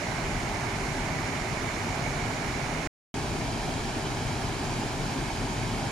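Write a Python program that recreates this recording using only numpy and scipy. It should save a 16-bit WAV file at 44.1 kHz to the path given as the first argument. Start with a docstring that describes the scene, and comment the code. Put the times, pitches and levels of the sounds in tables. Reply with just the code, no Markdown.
"""A river in flood plunges over a far waterfall: a steady wash of rumble, roar and spray hiss from countless bubbles,
made of fluttering noise and short ringing chirps. It is heard through the two microphone ports of a hand-held phone,
in two shots with a silent gap between. The direct sound also bounces off the ground and off the holder's body; the
gorge and trees scatter the rest, as separate noise at each port. The grip on the right port differs between the shots.
"""
import sys
import numpy as np
from scipy import signal
from scipy.fft import rfft, irfft, next_fast_len
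from scipy.io import wavfile
from scipy.ndimage import uniform_filter1d

SR = 44100
rng = np.random.default_rng(int(sys.argv[2]) if len(sys.argv) > 2 else 0)


def put_to_file(sound):
    """Save the sound as 16-bit audio at rate SR, in the file named by the first command-line argument."""
    columns = np.atleast_2d(sound).T  # one column per channel
    safe = np.clip(columns, -1, 1)
    whole_steps = np.round(safe * 32767)
    wavfile.write(sys.argv[1], SR, whole_steps.astype(np.int16))


N = 260631

# when each shot sounds: (start [s], end [s])
SHOT_TIMES = [(0, 2.8738), (3.1414, 5.92)]
# steady rms level of both ports averaged, a row per shot: (rumble [dB], roar [dB], hiss [dB])
LAYER_LEVELS = [(-34, -35.5, -44.5), (-33, -37, -44.5)]
# spectrum of the far falls, before each layer is set to its level: (frequency [Hz], relative level [dB])
WATER_SPECTRUM = [(8, -32.5), (22, -5), (40, 6.5), (80, 1.5), (128, 2.5), (200, 0.5), (310, 0), (400, 0),
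                  (470, -8), (530, -14), (610, -11.5), (720, -13), (1000, -13.5), (1300, -16),
                  (2500, -23.5), (5000, -23), (8000, -31), (13400, -47.5), (13900, -57.5), (15000, -57),
                  (15700, -69.5)]
# power arriving directly, alike at both ports: (frequency [Hz], first shot [share 0-1], second shot [share 0-1])
DIRECT_SHARE = [(60, 1, 0.96), (250, 0.94, 0.96), (406, 0.99, 0.98), (510, 0.87, 0.66), (770, 0.77, 0.78),
                (1314, 0.2, 0.26), (1700, 0.55, 0.41), (2184, 0.51, 0.44), (2700, 0.22, 0.42),
                (3060, 0.23, 0.55), (3470, 0.12, 0.5), (4070, 0.34, 0.4), (4420, .2, 0.48),
                (5050, 0.4, 0.35), (5600, 0.18, 0.45), (6100, .4, 0.26), (9000, .1, .15)]
# ground bounce, then body bounce, a list per shot:
# (left delay [ms], right delay [ms], level against the straight path [dB], treble corner [Hz])
BOUNCE_PATHS = [
    [(7.54, 7.8, -8.5, 220), (1.125, 1.31, -6.5, 2100)],
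    [(7.4, 8.07, -9.5, 380), (1.24, 1.27, -7, 11000)],
]
# how much later the straight path reaches the right port, one per shot: (lag [ms])
RIGHT_PORT_LAG = [0.003, 0.022]
# humps and dips of each port: (centre [Hz], width [Hz], first shot [dB], second shot [dB])
LEFT_PORT_COLOUR = [(29.8, 670, 0, -2.5), (580, 155, 1, -1.5), (770, 200, 1.2, -0.5), (1306, 430, -0.5, 0),
                    (1460, 160, -0.4, -5), (2020, 200, 0.5, 0), (2270, 240, 3.5, 2), (2780, 350, 3.5, 2.5),
                    (3450, 500, 1.1, 1.1), (4500, 490, 2.5, 1), (5600, 800, -1, -1.5), (6950, 670, 3, 2.5),
                    (9090, 930, 6.5, 6.5), (10900, 880, 2.5, 3.5)]
RIGHT_PORT_COLOUR = [(30, 470, -4, -6.5), (320, 70, 1.2, 1), (490, 61, -1.7, -1.2), (560, 150, 2, -1),
                     (640, 90, -0.1, -0.3), (740, 110, 0.7, 0.9), (814, 810, 1, 2), (1170, 170, 0.2, -1.7),
                     (1550, 1600, 5.5, 0.5), (1990, 170, -1, -1.5), (2220, 600, 11, 6), (2700, 660, 0, 2),
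                     (2970, 280, 4.5, 2), (4050, 210, 3, -0.5), (4860, 300, -3.5, .3), (5690, 700, 5, 2),
                     (6850, 680, 8, 6), (10620, 740, 4.5, 4.5), (11660, 4800, 6.5, 5.5)]

RUMBLE_TOP_HZ, HISS_FOOT_HZ = 450, 3000  # crossovers of rumble, roar and hiss
BAND_LIMIT_HZ = 15714


def amp(db):
    """Gain of a level in dB."""
    return 10 ** (np.asarray(db) / 20)


def unit(x):
    """x at rms 1."""
    return x / np.sqrt(np.mean(x ** 2) + 1e-20)


def along(points, hz):
    """Value at hz between (frequency, value) points, on a log frequency axis."""
    f, v = np.transpose(points)
    return np.interp(np.log(hz + 1), np.log(f + 1), v)


def filtered(x, response):
    """x shaped by a gain (real or complex) that depends on frequency."""
    m = next_fast_len(x.shape[-1] + 8192)
    spectrum = rfft(x, m) * response(np.fft.rfftfreq(m, 1 / SR))
    return irfft(spectrum, m)[..., :x.shape[-1]]


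def churn(size, channels, wide_db, patch_db):
    """White water noise whose level flutters, over all pitches at once and in patches of time and pitch."""
    noise = signal.stft(rng.standard_normal((channels, size)), nperseg=512)[2]
    wide = uniform_filter1d(rng.standard_normal(noise.shape[2]), size=4)
    patch = rng.standard_normal(noise.shape[1:])
    patch = uniform_filter1d(patch, size=5, axis=0)
    patch = uniform_filter1d(patch, size=5, axis=1)
    flutter_db = wide_db * unit(wide) + patch_db * unit(patch)
    return unit(signal.istft(noise * amp(flutter_db), nperseg=512)[1][:, :size])


def bubbles(size, count, cycles, spread_db):
    """Air pockets of all sizes ring briefly and rise in pitch; on average equal power per Hz."""
    when, where, big = rng.random((count, 3)).T
    hz = 90 * (6000 / 90) ** where
    gain = hz * amp(-spread_db * np.log(1 - big))  # a few bubbles stand out
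    out = np.zeros(size + 2048)
    # low bubbles need long rings, high ones short
    for length, pick in ((2048, hz < 700), (256, hz >= 700)):
        turns = hz[pick, None] * np.arange(length) / SR
        swell = turns * np.exp(-2 * turns / cycles)
        ring = np.sin(2 * np.pi * turns * (1 + 0.031 * turns)) * swell
        at = (when[pick, None] * size).astype(int) + np.arange(length)
        out += np.bincount(at.ravel(), (gain[pick, None] * ring).ravel(), size + 2048)
    return unit(out[:size])


def paths(shot, hz):
    """The straight path plus its duller, later bounces off ground and body, per port, scaled for mean power 1."""
    def delayed(left_ms, right_ms):
        return np.exp(-2j * np.pi * hz * np.array([[left_ms], [right_ms]]) / 1000)

    ways, power = delayed(0, RIGHT_PORT_LAG[shot]), 1
    for left_ms, right_ms, db, top_hz in BOUNCE_PATHS[shot]:
        gain = amp(db) / (1 + (hz / top_hz) ** 2)
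        ways = ways * (1 + gain * delayed(left_ms, right_ms))  # the second bounce also echoes the first
        power = power * (1 + gain ** 2)
    return ways / np.sqrt(power)


def port(modes, shot, hz):
    """Gain of a microphone port: bell-shaped humps and dips, summed in dB."""
    return amp(sum(row[2 + shot] * np.exp(-.5 * ((hz - row[0]) / row[1] * 2) ** 2) for row in modes))


def layers(air, shot):
    """Rumble, roar and hiss split by smooth crossovers, each set to its own steady level and summed."""
    def low(hz):
        return 1 / (1 + (hz / RUMBLE_TOP_HZ) ** 6)

    def high(hz):
        return 1 / (1 + (HISS_FOOT_HZ / (hz + 1)) ** 6)

    def middle(hz):
        return 1 - low(hz) - high(hz)

    out = 0
    for weight, db in zip((low, middle, high), LAYER_LEVELS[shot]):
        layer = filtered(air, weight)
        out = out + layer / np.std(layer.mean(axis=0)) * amp(db)
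    return out


def falls(shot, size):
    """One shot of the falls: direct and scattered water noise mixed by power share, then coloured at both ports."""
    def share(hz):
        return np.clip(along([(row[0], row[1 + shot]) for row in DIRECT_SHARE], hz), 0, 1)

    def colour(hz):
        ports = [port(LEFT_PORT_COLOUR, shot, hz), port(RIGHT_PORT_COLOUR, shot, hz)]
        return amp(along(WATER_SPECTRUM, hz)) * ports

    foam = bubbles(size, count=7000, cycles=2.5, spread_db=1.5)
    direct = unit(churn(size, channels=1, wide_db=0.1, patch_db=1.0) + amp(-9.5) * foam)
    scattered = churn(size, channels=2, wide_db=0.13, patch_db=1.0)
    air = filtered(direct, lambda hz: np.sqrt(share(hz)) * paths(shot, hz))
    air = air + filtered(scattered, lambda hz: np.sqrt(1 - share(hz)))
    return layers(filtered(air, colour), shot)


def scene():
    """Both shots of the falls, cut hard, with silence between."""
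    out = np.zeros((2, N))
    for shot, (start, end) in enumerate(SHOT_TIMES):
        a, b = round(start * SR), min(round(end * SR), N)
        out[:, a:b] = falls(shot, b - a)
    return out


def record(dry):
    """Nothing is kept above the band limit."""
    return filtered(dry, lambda hz: hz < BAND_LIMIT_HZ)


dry = scene()
out = record(dry)
put_to_file(out)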